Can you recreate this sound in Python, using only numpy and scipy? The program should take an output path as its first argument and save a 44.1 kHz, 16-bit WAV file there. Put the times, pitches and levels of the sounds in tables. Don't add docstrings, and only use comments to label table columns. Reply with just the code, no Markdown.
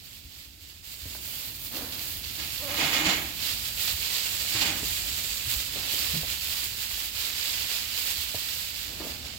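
import sys
import numpy as np
from scipy import signal
from scipy.fft import rfft, irfft, next_fast_len
from scipy.io import wavfile
from scipy.ndimage import map_coordinates

SR = 44100
rng = np.random.default_rng(int(sys.argv[2]) if len(sys.argv) > 2 else 0)


def generate_wav(sig):
    pcm = np.round(np.clip(np.atleast_2d(sig).T, -1, 1) * 32767).astype(np.int16)
    wavfile.write(sys.argv[1], SR, pcm)


N = 413658
TOP_HZ = 15900

# (frequency [Hz], left [dB], right [dB])
STRAW_SPECTRUM = [(120, -34, -33), (406, -18.5, -19.5), (1020, -16.5, -17.5), (1494, -15, -11.5),
                  (2730, -12, 0), (3250, -12, 0), (4700, -11, 1.5), (6180, -11, -10), (7180, -11, -5),
                  (8490, -9.5, -13.5), (8530, -16, -14), (10500, -15.5, -13.5), (13150, -12, -6.5),
                  (15300, -16, -5.5)]
# (time [s], length [s], crunch [dB], hiss [dB])
NEAR_STEPS = [(0, 0.17, -54.0, -55), (0.263, 0.19, -53.5, -57.5), (0.574, 0.18, -53.5, -57.5),
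              (0.814, 0.12, -47.5, -49), (0.96, 0.21, -48.5, -53), (1.193, 0.27, -45.0, -43.5),
              (1.595, 0.01, -41, -37), (1.71, 0.055, -39.5, -40), (1.926, 0.24, -45.0, -43.5),
              (2.205, 0.1, -42.5, -45), (2.298, 0.18, -42, -43.5), (2.457, 0.31, -41.0, -41.5),
              (2.72, 0.17, -36.0, -40.0), (2.873, 0.13, -39.5, -39), (3.025, 0.2, -48, -41),
              (3.361, 0.17, -35.5, -39.5), (3.612, 0.034, -33.5, -34.5), (3.74, 0.17, -36.0, -36.5),
              (3.979, 0.29, -35.5, -41), (4.287, 0.22, -37.5, -41.5), (4.496, 0.17, -33, -43.5),
              (4.8, 0.16, -39.0, -39.5), (5.022, 0.31, -40, -42.0), (5.439, 0.1, -36, -34.5),
              (5.697, 0.17, -41.5, -53.0), (5.858, 0.21, -35.0, -38), (6.063, 0.11, -36, -40),
              (6.235, 0.098, -36.5, -40), (6.385, 0.27, -38.5, -40.0), (6.745, 0.09, -37.5, -39.5),
              (6.859, 0.19, -39.5, -40.5), (7.123, 0.18, -36.5, -40.0), (7.326, 0.32, -36.5, -41.5),
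              (7.652, 0.13, -35, -41), (7.912, 0.2, -38, -39), (8.152, 0.09, -39, -41.5),
              (8.317, 0.3, -40.5, -43), (8.726, 0.12, -43.5, -48.0), (9.019, 0.083, -46, -46),
              (9.19, 0.14, -45.5, -60)]
# (time [s], level [dB])
TUFT_STAMPS = [(1.912, -38.5), (2.227, -40.5), (2.382, -35), (2.795, -33), (2.924, -27.5), (3.045, -28.5),
               (3.083, -27), (3.864, -31.5), (4.544, -37.0), (4.603, -28.5), (7.522, -33.5), (8.069, -35),
               (9.092, -41)]
# (time [s], crunch [dB], hiss [dB])
FLOCK_BUSTLE = [(0.0, -54, -57), (0.8, -58.5, -61), (1.1, -49.8, -47), (2.0, -44.5, -43.5), (2.6, -52, -52),
                (3.3, -43, -44.5), (4.3, -38.5, -40.5), (5.6, -38.5, -41.5), (7.1, -42.5, -45.5),
                (7.9, -38, -41.5), (8.7, -41, -44), (9.38, -47, -53.5)]
# (time [s], gain [dB])
SHEEN_GAIN = [(0, -0.5), (1.0, 2), (1.6, -4), (2.4, -1), (3.5, -0.5), (4.2, 2), (5.3, 3.5), (5.8, 0.5),
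              (8.0, 0.5), (9.38, 1)]
# (time [s], level [dB])
STALK_SNAPS = [(1.9942, -11), (2.2358, -23), (2.393, -22), (3.6451, -17), (4.0133, -21), (7.4794, -9),
               (7.977, -8), (8.0744, -15), (8.4627, -16)]
# (time [s], length [s], level [dB])
PEN_STROKES = [(2.365, 0.03, -49.5), (2.66, 0.12, -46), (2.765, 0.097, -35.5), (2.905, .11, -36),
               (3.035, 0.078, -33.5), (4.52, .08, -45), (4.585, 0.11, -39.5)]
# (frequency [Hz], left [dB], right [dB])
RASP_SPECTRUM = [(80, -19, -30), (165, -9, -10.5), (293, -5.5, -5.5), (395, -12.5, -11.5), (740, -6, -9),
                 (1360, -10, -7), (2300, -10.5, -2.5), (3450, -11.5, -2.5), (4800, -15, -9),
                 (5830, -13, -29), (6860, -27, -2.5), (8740, -35, -38), (16000, -40, -38)]
# (frequency [Hz], bandwidth [Hz], level [dB])
PEN_MODES = [(148, 11, 6), (195, 9.9, -9), (314, 16, 3.5), (794, 16, 0.5), (1064, 15, -5), (1232, 25, -4),
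             (1675, 34, -4), (1923, 43, -0.5), (2160, 43, 3), (2410, 51, 1.5), (2566, 20, 2.5),
             (2900, 22, 4.5), (3350, 36, -5.5)]
# (time [s], level [dB], frequency [Hz])
HOOF_THUDS = [(0.249, -39, 64), (1.024, -37, 64.6), (1.06, -36.5, 82.5), (2.557, -40, 82),
              (3.074, -29.5, 193), (3.933, -31.5, 73), (4.548, -33, 107), (5.469, -36, 114),
              (5.561, -31, 53.8), (6.109, -33, 75.4), (6.135, -27.5, 155.6), (6.164, -26.5, 155),
              (6.224, -36, 72.7), (6.929, -38, 59.2), (8.182, -38, 78.1), (8.345, -35, 89.5),
              (9.229, -39, 79)]
# (time [s], level [dB], frequency [Hz], 60 dB decay time [s])
HOOF_KNOCKS = [(1.055, -41, 200, 0.065), (1.149, -37, 950, .035), (2.743, -28, 1200, 0.029),
               (4.831, -30, 270, 0.015), (5.535, -41, 259, 0.054), (5.757, -37.5, 320, 0.11),
               (5.935, -36, 330, .05), (6.142, -32.5, 200, 0.16), (6.231, -34, 480, 0.1),
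               (8.344, -31, 420, 0.058), (9.0, -31.5, 313, 0.13), (9.05, -32.5, 340, 0.14)]
# (time [s], slip rate [Hz], level [dB])
CREAK_SLIPS = [(2.59, 235, -58), (2.612, 255, -47), (2.637, 300, -40), (2.66, 276, -42), (2.70, 280, -41),
               (2.76, 292, -45)]
# (time [s], length [s], level [dB])
SOFT_SCUFFS = [(1.04, 0.8, -59), (1.705, 0.14, -43.5), (1.94, .05, -51.5), (4.58, 0.22, -51),
               (5.73, 0.069, -46), (5.95, .08, -54), (8.86, .12, -51), (8.98, 0.07, -44),
               (9.2, 0.091, -51.5)]
# (frequency [Hz], level [dB])
SCUFF_SPECTRUM = [(60, -22), (130, -8), (270, 3.5), (400, -6.5), (520, -2.5), (750, -5), (1050, -8),
                  (2200, -10), (4000, -80)]
# (time [s], level [dB])
RUMBLE_LEVEL = [(0, -52.5), (0.8, -57), (1.1, -50.5), (3.0, -45), (4.2, -48), (4.8, -44.5), (6.6, -50),
                (8.5, -51), (9.38, -46.5)]
# (frequency [Hz], level [dB])
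RUMBLE_SPECTRUM = [(20, -35), (36, -6.5), (62, 3.5), (90, 1), (125, -6.5), (200, -11.5), (300, -12.5),
                   (450, -24.5), (750, -24), (1400, -70)]
# (frequency [Hz], 60 dB decay time [s])
BARN_DECAY = [(100, 0.24), (1000, 0.3), (4000, 0.1), (14000, 0.042)]


def straw(crunch_db=0.11, low_hz=5500, high_hz=12000, sheen_hz=7700):
    crushing, sliding = treading()
    hiss_share = lambda hz: np.clip(np.log((hz + 1) / low_hz) / np.log(high_hz / low_hz), 0, 1)
    crunch = spread(grains(rate=6000, scatter_db=2.5, blur=1.1))
    crunch = filtered(crunch, lambda hz: amp(along(STRAW_SPECTRUM, hz)) * np.sqrt(1 - hiss_share(hz)))
    crunch = band_unit(crunch, (2400, 5500))
    hiss = grains(rate=6000, scatter_db=2.5, blur=1.2)
    hiss = filtered(hiss, lambda hz: amp(along(STRAW_SPECTRUM, hz)) * np.sqrt(hiss_share(hz)))
    hiss = band_unit(hiss, (11000, 15500))
    clumps = amp(0.79 * wobble(45))
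    flicker = amp(0.45 * wobble(70))
    rustle = clumps * (crunch * crushing * amp(crunch_db) + hiss * sliding * flicker)
    sheen = filtered(rustle, lambda hz: np.exp(-((hz - sheen_hz) / 1200) ** 2))
    return rustle + (amp(curves(SHEEN_GAIN)[0]) - 1) * sheen


def treading(attack=0.062, t60=0.4):
    far_crunch, far_hiss = amp(curves(FLOCK_BUSTLE)) ** 2
    crush = pushes([(s, length, db) for s, length, db, _ in NEAR_STEPS], attack, t60)
    slide = pushes([(s, length, db) for s, length, _, db in NEAR_STEPS], attack, t60)
    stamp = pushes([(s, 0.011, db) for s, db in TUFT_STAMPS], attack=0.016, t60=0.28)
    return np.sqrt(far_crunch + crush + stamp), np.sqrt(far_hiss + slide)


def snaps(gain_db=-5, t60=0.0063):
    out, t = np.zeros((2, N)), np.arange(SR // 30) / SR
    for s, db in STALK_SNAPS:
        add(out, s, amp(db + gain_db - 60 * t / t60) * rng.standard_normal((2, len(t))))
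    return filtered(out, lambda hz: amp(along(STRAW_SPECTRUM, hz)))


def scrapes(ring_db=3, chatter_db=0.23, shift_db=3):
    force = np.sqrt(pushes(PEN_STROKES, attack=0.037, t60=0.63))
    slips = spread(grains(rate=6000, scatter_db=2, blur=1.2))
    slips *= amp(chatter_db * wobble(63))
    slips = filtered(slips, lambda hz: amp(along(RASP_SPECTRUM, hz)))
    ring = np.zeros((2, N))
    for centre, width, db in PEN_MODES:
        mode = filtered(slips, lambda hz: resonance(hz, centre, width))
        ring += amp(db + shift_db * wobble(18)) * mode
    return force * band_unit(slips + amp(ring_db) * ring, (250, 1400))


def thuds(gain_db=-1, rise_s=0.0099):
    out, t = np.zeros(N), np.arange(SR // 6) / SR
    envelope = t / rise_s * np.exp(1 - t / rise_s)
    for s, db, hz in HOOF_THUDS:
        add(out, s, amp(db + gain_db) * envelope * np.sin(2 * np.pi * hz * t))
    return out


def knocks(sharpness=1.43, lowpass_hz=900):
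    out, t = np.zeros(N), np.arange(SR // 6) / SR
    hz = np.fft.rfftfreq(len(t), 1 / SR)
    for s, db, pitch, t60 in HOOF_KNOCKS:
        burst = rng.standard_normal(len(t)) * amp(-60 * t / t60)
        body = resonance(hz, pitch, 2 * pitch / sharpness) ** 2
        knock = irfft(rfft(burst) * body / (1 + 1j * hz / lowpass_hz))
        add(out, s, amp(db) * knock / np.abs(knock).max())
    return out


def creak(gain_db=-3, jitter=0.052, fade_s=0.015):
    rate, db = curves(CREAK_SLIPS)
    cycles = np.floor(np.cumsum(rate * (1 + jitter * wobble(150))) / SR)
    slips = np.diff(cycles, prepend=0)
    body = lambda hz: (resonance(hz, 510, 200) + 0.32 * resonance(hz, 1080, 240)) / (1 + (hz / 2400) ** 2)
    start, end = CREAK_SLIPS[0][0], CREAK_SLIPS[-1][0]
    gate, = curves([(start - fade_s, 0), (start, 1), (end, 1), (end + fade_s, 0)])
    return unit(filtered(slips, body)) * amp(db + gain_db) * gate


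def scuffs(gain_db=-2):
    force = np.sqrt(pushes(SOFT_SCUFFS, attack=0.038, t60=0.83))
    slips = spread(grains(rate=4000, scatter_db=1.6, blur=1))
    rub = filtered(slips, lambda hz: amp(along(SCUFF_SPECTRUM, hz)))
    return amp(gain_db) * force * band_unit(rub, (200, 900))


def rumble(gain_db=-1):
    noise = spread(rng.standard_normal((2, N)), bass_alike=0.76)
    noise *= amp(0.7 * wobble(14))
    noise = filtered(noise, lambda hz: amp(along(RUMBLE_SPECTRUM, hz)))
    lean_left = amp([[0.9], [-0.9]])
    return band_unit(noise, (30, 120)) * amp(curves(RUMBLE_LEVEL)[0] + gain_db) * lean_left


def barn(x):
    hz, t, spectrum = signal.stft(rng.standard_normal((2, SR // 2)), SR, nperseg=256)
    decay = amp(-60 * t / along(BARN_DECAY, hz).T)
    _, tail = signal.istft(spectrum * decay, SR, nperseg=256)
    return signal.fftconvolve(x[None], tail / np.linalg.norm(tail[0]), axes=1)[:, :N]


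def grains(rate, scatter_db, blur, life_s=0.00016, size=40):
    count, t = int(rate * N / SR), np.arange(size) / SR
    streams = []
    for _ in range(2):
        when, pitch, strength, sign = rng.random((count, 4)).T
        gain = np.sign(sign - 0.5) * amp(-scatter_db * np.log(strength + 1 / 500))
        rings = gain[:, None] * np.cos(2 * np.pi * TOP_HZ * pitch[:, None] * t) * np.exp(-t / life_s)
        samples = (when * N).astype(int)[:, None] + np.arange(size)
        streams.append(np.bincount(samples.ravel(), rings.ravel(), N + size)[:N])
    return unit(np.array(streams)) + blur * rng.standard_normal((2, N))


def pushes(rows, attack, t60):
    power, t = np.zeros(N), np.arange(SR) / SR
    for s, length, db in rows:
        envelope = np.minimum(t / attack, 1) * amp(db - 60 * np.maximum(t - length, 0) / t60)
        add(power, s, envelope ** 2)
    return power


def spread(pair, bass_alike=1.0, split_hz=950):
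    angle = lambda hz: np.arccos(bass_alike * np.exp(-(hz / split_hz) ** 2)) / 2
    mid, side = filtered(pair, lambda hz: np.array([np.cos(angle(hz)), np.sin(angle(hz))]))
    return np.array([mid + side, mid - side])


def resonance(hz, centre, width):
    return 1j * hz * width / (centre ** 2 - hz ** 2 + 1j * hz * width)


def filtered(x, response):
    size = next_fast_len(N + SR // 4)
    return irfft(rfft(x, size) * response(np.fft.rfftfreq(size, 1 / SR)), size)[..., :N]


def wobble(rate):
    knots = rng.standard_normal(int(N * rate / SR) + 4)
    return map_coordinates(knots, [np.arange(N) * rate / SR], order=1)


def along(points, hz):
    known_hz, *columns = np.transpose(points)
    return np.array([np.interp(np.log(hz + 1), np.log(known_hz), c) for c in columns])


def curves(rows):
    s, *columns = np.transpose(rows)
    return [np.interp(np.arange(N) / SR, s, c) for c in columns]


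def band_unit(pair, band):
    inside = filtered(pair.mean(0), lambda hz: (hz > band[0]) & (hz < band[1]))
    return pair / np.sqrt(np.mean(inside ** 2) + 1e-20)


def unit(x):
    return x / np.sqrt(np.mean(x ** 2) + 1e-20)


def amp(db):
    return 10 ** (np.asarray(db) / 20)


def add(track, s, sound):
    at = max(round(s * SR), 0)
    track[..., at:at + sound.shape[-1]] += sound[..., :N - at]


def scene():
    hard = knocks() + creak()
    direct = straw() + snaps() + scrapes() + scuffs() + rumble() + thuds() + hard
    return direct + amp(-9) * barn(hard)


def record(dry):
    return filtered(dry, lambda hz: hz < TOP_HZ)


dry = scene()
out = record(dry)
generate_wav(out)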